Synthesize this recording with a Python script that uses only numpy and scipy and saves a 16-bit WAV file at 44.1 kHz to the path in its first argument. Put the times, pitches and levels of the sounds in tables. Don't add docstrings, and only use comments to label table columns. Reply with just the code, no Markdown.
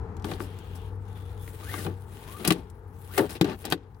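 import sys
import numpy as np
from scipy import signal
from scipy.fft import rfft, irfft
from scipy.io import wavfile

SR = 44100
rng = np.random.default_rng(int(sys.argv[2]) if len(sys.argv) > 2 else 0)


def unload_audio(sound):
    columns = np.transpose(np.atleast_2d(sound))
    steps = np.round(np.clip(columns, -1, 1) * 32767)
    wavfile.write(sys.argv[1], SR, steps.astype(np.int16))


N = 176400
TIME, FREQ = np.arange(N) / SR, np.arange(N // 2 + 1) * SR / N


def undb(db):
    return 10 ** (np.asarray(db) / 20)


def unit_rms(x):
    return x / np.sqrt(np.mean(x ** 2))


def automation(rows, column=1):
    rows = np.array(rows)
    return np.interp(TIME, rows[:, 0], rows[:, column])


def spectral_curve(points):
    hz, values = np.array(points).T
    return np.interp(np.log(FREQ + 1), np.log(hz), values)


def wander(rate_hz):
    return unit_rms(irfft(rfft(rng.standard_normal(N)) * np.exp(-.5 * (FREQ / rate_hz) ** 2), N))


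def grain(depth, rate_hz=500):
    return unit_rms(np.exp(depth * wander(rate_hz)))


# (f/Hz, coherence/0-1)
COHERENCE = [(300, 1), (700, .7), (1500, 0.14), (3000, 0.078), (12000, 0.45)]
RIGHT_LAG_S = 0.0001


def stereo_noise(gain):
    left, other = rfft(rng.standard_normal((2, N)))
    alike = np.clip(spectral_curve(COHERENCE), 0, 1)
    lag = np.where(FREQ < 3000, np.exp(-2j * np.pi * FREQ * RIGHT_LAG_S), 1)
    right = alike * left * lag + np.sqrt(1 - alike ** 2) * other
    return unit_rms(irfft(np.array([left, right]) * gain, N))


def eq_noise(eq):
    return stereo_noise(undb(spectral_curve(eq)))


# (f/Hz, level/dB)
RUMBLE_EQ = [(20, -36), (55, -1), (75, -1.5), (165, -10), (250, -17.5), (360, -18.5), (445, -11),
             (560, -30), (700, -26.5), (870, -18), (1020, -25.5), (1250, -27), (1700, -33.5), (3000, -52),
             (15000, -70)]
# (t/s, level/dB)
RUMBLE_FADER = [(0, -34), (.7, -40), (2.9, -42.5), (4, -46)]
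HUM_FADER = [(0, -46.5), (.15, -38.5), (1.2, -37), (1.85, -36), (2.2, -48.5), (2.9, -43.5), (3.3, -43.5),
             (4, -50.5)]
HUM_HZ, HUM_WOW, FIFTH_HARMONIC_DB = 94.8, 0.02226, -21.5


def rumble_and_hum():
    phase = 2 * np.pi * np.cumsum(HUM_HZ * (1 + HUM_WOW * wander(3.02))) / SR
    overtone = undb(FIFTH_HARMONIC_DB + 3 * wander(8)) * np.sin(5 * phase)
    hum = np.sqrt(2) * (np.sin(phase) + overtone)
    rumble = eq_noise(RUMBLE_EQ) * undb(automation(RUMBLE_FADER) + .7 * wander(4))
    return rumble + hum * undb(automation(HUM_FADER) + 1.5 * wander(5))


# (t/s, f/Hz, bandwidth/Hz, level/dB)
SNAP_CUES = [(0.1678, 6500, 9000, -47.5), (.198, 4500, 5000, -53), (0.2233, 5970, 7000, -51),
             (0.2445, 3630, 1400, -33), (.3368, 3770, 1100, -37), (0.4042, 1360, 500, -27),
             (.588, 9050, 8000, -44), (1.4783, 2130, 354, -39.5), (1.7409, 1150, 130, -26.5),
             (1.8472, 3850, 900, -37), (1.868, 780, 55, -26.5), (2.700, 9200, 8000, -48),
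             (3.1819, 1520, 110, -25), (3.9458, 4140, 3000, -61)]
SKID_DECAY_S, SKID_GAIN = 0.003, 0.24


def latch_snaps():
    out = np.zeros((2, N))
    t = np.arange(SR // 20) / SR
    for at, hz, width_hz, db in SNAP_CUES:
        skid = SKID_GAIN * rng.standard_normal((2, len(t))) * np.exp(-t / SKID_DECAY_S)
        push = (t == 0) + skid * min(hz / 5000, 1)
        ring = np.sin(2 * np.pi * hz * t) * np.exp(-np.pi * width_hz * t)
        snap = signal.fftconvolve(push, ring[None], axes=1)[:, :len(t)]
        snap = undb(db) * unit_rms(snap) * np.sqrt(0.002 / t[-1])
        i = int(at * SR)
        out[:, i:i + len(t)] += snap[:, :N - i]
    return out


# (t/s, rub level/dB, hiss level/dB)
WEBBING_FADERS = [(.235, -90, -84), (.27, -46.5, -59), (.85, -62.5, -61.5), (.98, -70.5, -71),
                  (1.18, -54, -59), (1.36, -57.5, -64.5), (1.42, -55.5, -48.5), (1.55, -53, -53),
                  (1.73, -40, -40.5), (1.85, -48, -46.5), (1.93, -58.5, -63), (2.03, -62.5, -60),
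                  (2.17, -50.5, -53), (2.43, -46.5, -48.5), (2.55, -47, -71), (2.65, -63.5, -71),
                  (2.87, -78.5, -71.5), (2.95, -69, -64), (3.1, -53.5, -54), (3.17, -37.5, -33.5),
                  (3.28, -49, -55), (3.4, -59, -67), (3.58, -60, -59), (3.61, -50, -49.5),
                  (3.7, -55, -68.5), (3.78, -58.5, -82.5), (4.0, -80.5, -72)]
# (f/Hz, level/dB)
RUB_EQ = [(150, -1), (400, 14.5), (900, -3), (1500, 4.5), (2200, 1), (3600, -1), (4600, -8.5),
          (7000, -16.5), (14000, -29)]
HISS_EQ = [(2000, -12), (4500, -10), (8200, -2.5), (10500, 3), (13000, -3.5), (15600, 1.5)]
WEBBING_GRAIN, FLUTTER_DB, TWIST_DB = 0.43, 1.5, 2.5


def webbing_slide():
    rub = eq_noise(RUB_EQ) * undb(automation(WEBBING_FADERS, column=1))
    spectrum = rfft(eq_noise(HISS_EQ))
    octave = np.log2(FREQ + 1)
    hiss = np.zeros((2, N))
    for centre in np.arange(10, 14.4, 1 / 3):
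        band = irfft(spectrum * np.maximum(1 - 3 * abs(octave - centre), 0), N)
        hiss += band * undb(TWIST_DB * wander(8))
    hiss = unit_rms(hiss) * undb(automation(WEBBING_FADERS, column=2))
    return (rub + hiss) * grain(WEBBING_GRAIN, rate_hz=550) * undb(FLUTTER_DB * wander(25))


# (f/Hz, level/dB, t60/s)
TRIM_MODES = [(146, -3.5, 0.084), (172.7, 4.5, 0.1), (206, -8.5, 0.073), (280.7, -7.5, 0.16),
              (316.8, 0.5, .1), (331, -1.5, 0.12), (379.7, -1.5, 0.095), (423, -10.5, 0.19),
              (479.8, -12.5, 0.2), (553, -10.5, 0.15), (680, -13.5, 0.13), (886, -7.5, 0.096)]
# (f/Hz, level/dB)
KNOCK_EQ = [(250, -29.5), (480, -6.5), (780, 9), (950, -0.5), (1150, 1), (1360, -1.5), (1550, 3),
            (1900, -3), (2600, -14.5), (5000, -50)]
CLACK_EQ = [(1000, -29), (1900, -5.5), (2700, 1), (3300, -3), (4000, -3), (4700, -10.5), (6500, -18),
            (12000, -36.5)]
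TICK_EQ = [(2500, -22.5), (5000, -2), (6800, -8), (8200, -1.5), (10200, 0), (12000, -3.5), (14000, -4),
           (15600, -5.5)]
# (t/s, length/s, then level/dB of boom, knock, clack, tick)
SCUFF_CUES = [(0.241, .11, -34, -54, -53, -51.5), (0.394, 0.061, -37, -57, -66, -49),
              (0.749, 0.013, -41.5, -48, -78, -45), (1.754, 0.1, -39, -54, -49.5, -45),
              (1.847, 0.071, -32.5, -49.5, -59, -78), (2.395, 0.024, -31.5, -63, -47, -62),
              (2.444, 0.056, -33, -34, -35, -50), (2.527, 0.078, -35, -59, -57.5, -60),
              (3.199, 0.054, -22, -43, -53, -55), (3.292, 0.042, -38, -39.5, -44.5, -42),
              (3.351, 0.011, -29.5, -43, -38, -47), (3.449, 0.092, -29, -39, -45, -56),
              (3.642, 0.051, -35.5, -43, -44, -60), (3.71, 0.013, -30.5, -34, -36, -36)]
SCUFF_ATTACK_S, SCUFF_RELEASE_S, SCUFF_GRAIN = 0.0025, 0.053, 0.47


def trim_scuffs():
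    power = sum(undb(db) ** 2 / (1 + ((FREQ - hz) * t60 / 3.88) ** 2) for hz, db, t60 in TRIM_MODES)
    bandpass = FREQ / np.hypot(FREQ, 120) / np.hypot(1, FREQ / 900)
    layers = [stereo_noise(np.sqrt(power) * bandpass)]
    layers += [eq_noise(eq) * grain(SCUFF_GRAIN) for eq in (KNOCK_EQ, CLACK_EQ, TICK_EQ)]
    gains = np.zeros((len(layers), N))
    for at, length, *layer_dbs in SCUFF_CUES:
        attack = np.clip((TIME - at) / SCUFF_ATTACK_S, 0, 1)
        release = np.clip((at + length - TIME) / SCUFF_RELEASE_S + .5, 0, 1)
        gains += undb(layer_dbs)[:, None] * attack * release
    return sum(layer * gain for layer, gain in zip(layers, gains))


# (t/s, boom level/dB, boom f/Hz, level/dB of knock, clack, tick, contact/ms)
HIT_CUES = [(0.2446, -27, 212, -31, -52, -41.5, 1.4), (0.313, -27.5, 235, -32.5, -36.5, -44, 3.2),
            (0.404, -30.5, 350, -49, -49, -58, 0.83), (1.7404, -35, 450, -37, -37.5, -62, 0.54),
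            (1.863, -19, 254, -33.5, -41, -56, 3.26), (2.4488, -41, 400, -29, -26, -26, 1.2),
            (2.4743, -11, 219, -27, -26.5, -13.5, 2.5), (2.5053, -11, 272, -16.5, -14.5, -23.5, 1.14),
            (2.522, -39, 300, -37, -24.5, -26, 0.75), (3.1759, -8.5, 494, -17.5, -25.5, -22, 4.65),
            (3.19, -15, 530, -22.5, -30, -37, 3.13), (3.412, -7, 260, -22.5, -19.5, -28, 0.5),
            (3.4445, -19.5, 360, -31, -30, -43.5, 0.58), (3.6515, -40, 328, -37.5, -35.5, -28, 1.6),
            (3.701, -31.5, 300, -45, -43, -34.5, 0.89), (3.7234, -15, 307, -19.5, -20.5, -26, 0.57)]
BOOM_WIDTH_OCT, BOOM_LAG_S, MODE_DETUNE = 0.66, 0.000067, .015
LAYER_DECAYS_S = 0.0067, 0.0039, 0.0039
CRACK_DB, CRACK_S = -4, 0.001


def plate_hits():
    out = np.zeros((2, N))
    layers = [eq_noise(eq) for eq in (KNOCK_EQ, CLACK_EQ, TICK_EQ)]
    hz, mode_db, t60 = np.array(TRIM_MODES).T[:, :, None]
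    for at, boom_db, boom_hz, *layer_dbs, contact_ms in HIT_CUES:
        i = int(at * SR)
        t = np.arange(min(SR // 2, N - i)) / SR
        span = slice(i, i + len(t))
        contact_s = contact_ms / 1000
        detune, stagger = rng.standard_normal((2, len(TRIM_MODES), 1))
        mode_hz = hz * (1 + MODE_DETUNE * detune)
        weight = undb(mode_db) * np.exp(-.5 * (np.log2(hz / boom_hz) / BOOM_WIDTH_OCT) ** 2)
        weight /= np.sqrt(np.sum(weight ** 2) / 2)
        swell = 1 - np.exp(-t / (2 * contact_s))
        for side in range(2):
            age = np.maximum(t - side * BOOM_LAG_S - contact_s * abs(stagger), 0)
            modes = weight * np.sin(2 * np.pi * mode_hz * age) * np.exp(-np.log(1000) * age / t60)
            out[side, span] += undb(boom_db) * modes.sum(0) * swell
        attack = np.minimum(t / contact_s, 1)
        since_release = np.maximum(t - 1.27 * contact_s, 0)
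        crack = undb(CRACK_DB) * np.exp(1 - (t + contact_s) / CRACK_S)
        for layer, db, decay_s in zip(layers, layer_dbs, LAYER_DECAYS_S):
            envelope = attack * np.exp(-since_release / decay_s) + crack
            out[:, span] += undb(db) * envelope * layer[:, span]
    return out


# (start t/s, end t/s, f/Hz, half-width/Hz, level/dB, spurt/0-1)
WHISTLE_CUES = [(.33, 0.923, 3000, 790, -59, 0.03), (1.05, 1.466, 3480, 140, -66, 0.4)]
SPURT_HZ, WHISTLE_FADE_S = 22, 0.057


def belt_whistles():
    out = np.zeros((2, N))
    for start, end, hz, half_width_hz, db, spurt in WHISTLE_CUES:
        band = stereo_noise(1 / (1 + ((FREQ - hz) / half_width_hz) ** 2))
        fade = np.clip(np.minimum(TIME - start, end - TIME) / WHISTLE_FADE_S, 0, 1)
        out += band * undb(db) * grain(spurt, SPURT_HZ) * fade
    return out


# (t/s, f/Hz, level/dB)
WEAVE_GLIDES = [
    [(1.59, 900, -53), (1.655, 1380, -43.5), (1.715, 2020, -38.5), (1.755, 2230, -39), (1.79, 1900, -37),
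     (1.83, 1400, -56)],
    [(2.14, 784, -56), (2.27, 975, -46.5), (2.41, 1300, -47), (2.46, 1350, -51)],
    [(3.08, 780, -49.5), (3.12, 1500, -50), (3.165, 2080, -41.5), (3.19, 2200, -30), (3.21, 1200, -37.5)],
]
# (t/s, f/Hz, level/dB)
LOWER_GLIDE = [(1.71, 1490, -47), (1.755, 1650, -46), (1.805, 1195, -42)]
WEAVE_WIDTH_HZ, PURE_TONE_GAIN, WEAVE_FADE_S = 90, .52, 0.0033


def weave_song(glide):
    rib_hz = automation(glide)
    phase = 2 * np.pi * np.cumsum(rib_hz) / SR
    start, end = glide[0][0], glide[-1][0]
    fade = np.clip(np.minimum(TIME - start, end - TIME) / WEAVE_FADE_S, 0, 1)
    roughness = .5 * (wander(WEAVE_WIDTH_HZ) + 1j * wander(WEAVE_WIDTH_HZ))
    left = (PURE_TONE_GAIN + roughness) * np.exp(1j * phase)
    right = left * np.exp(-2j * np.pi * rib_hz * RIGHT_LAG_S)
    return np.array([left, right]).real * fade * undb(automation(glide, column=2))


def low_cut(x, hz):
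    return signal.sosfilt(signal.butter(2, hz, "high", fs=SR, output="sos"), x)


TAIL_DB, TAIL_DECAY_S = -7, 0.0079


def doorway_reflections(x):
    t = np.arange(SR // 10) / SR
    tail = rng.standard_normal((2, len(t))) * np.exp(-t / TAIL_DECAY_S) * (t > .002)
    tail *= undb(TAIL_DB) / np.sqrt(np.sum(tail ** 2, axis=1, keepdims=True))
    return x + signal.fftconvolve(low_cut(x, hz=700), tail, axes=1)[:, :N]


# (f/Hz, level/dB)
RIGHT_EQ = [(40, -4.5), (300, -7.3), (1100, -7.6), (4000, -3.5), (8000, -4), (12000, -8), (15500, -6)]


def scene():
    close = plate_hits() + latch_snaps() + trim_scuffs() + webbing_slide() + belt_whistles()
    close += sum(weave_song(glide) for glide in WEAVE_GLIDES + [LOWER_GLIDE])
    close = low_cut(close, hz=130)
    left, right = doorway_reflections(close) + rumble_and_hum()
    right = irfft(rfft(right) * undb(spectral_curve(RIGHT_EQ)), N)
    return np.array([left, right])


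def record(dry):
    return signal.sosfilt(signal.ellip(10, .2, 80, 15900, fs=SR, output="sos"), np.clip(dry, -1, 1))


dry = scene()
out = record(dry)
unload_audio(out)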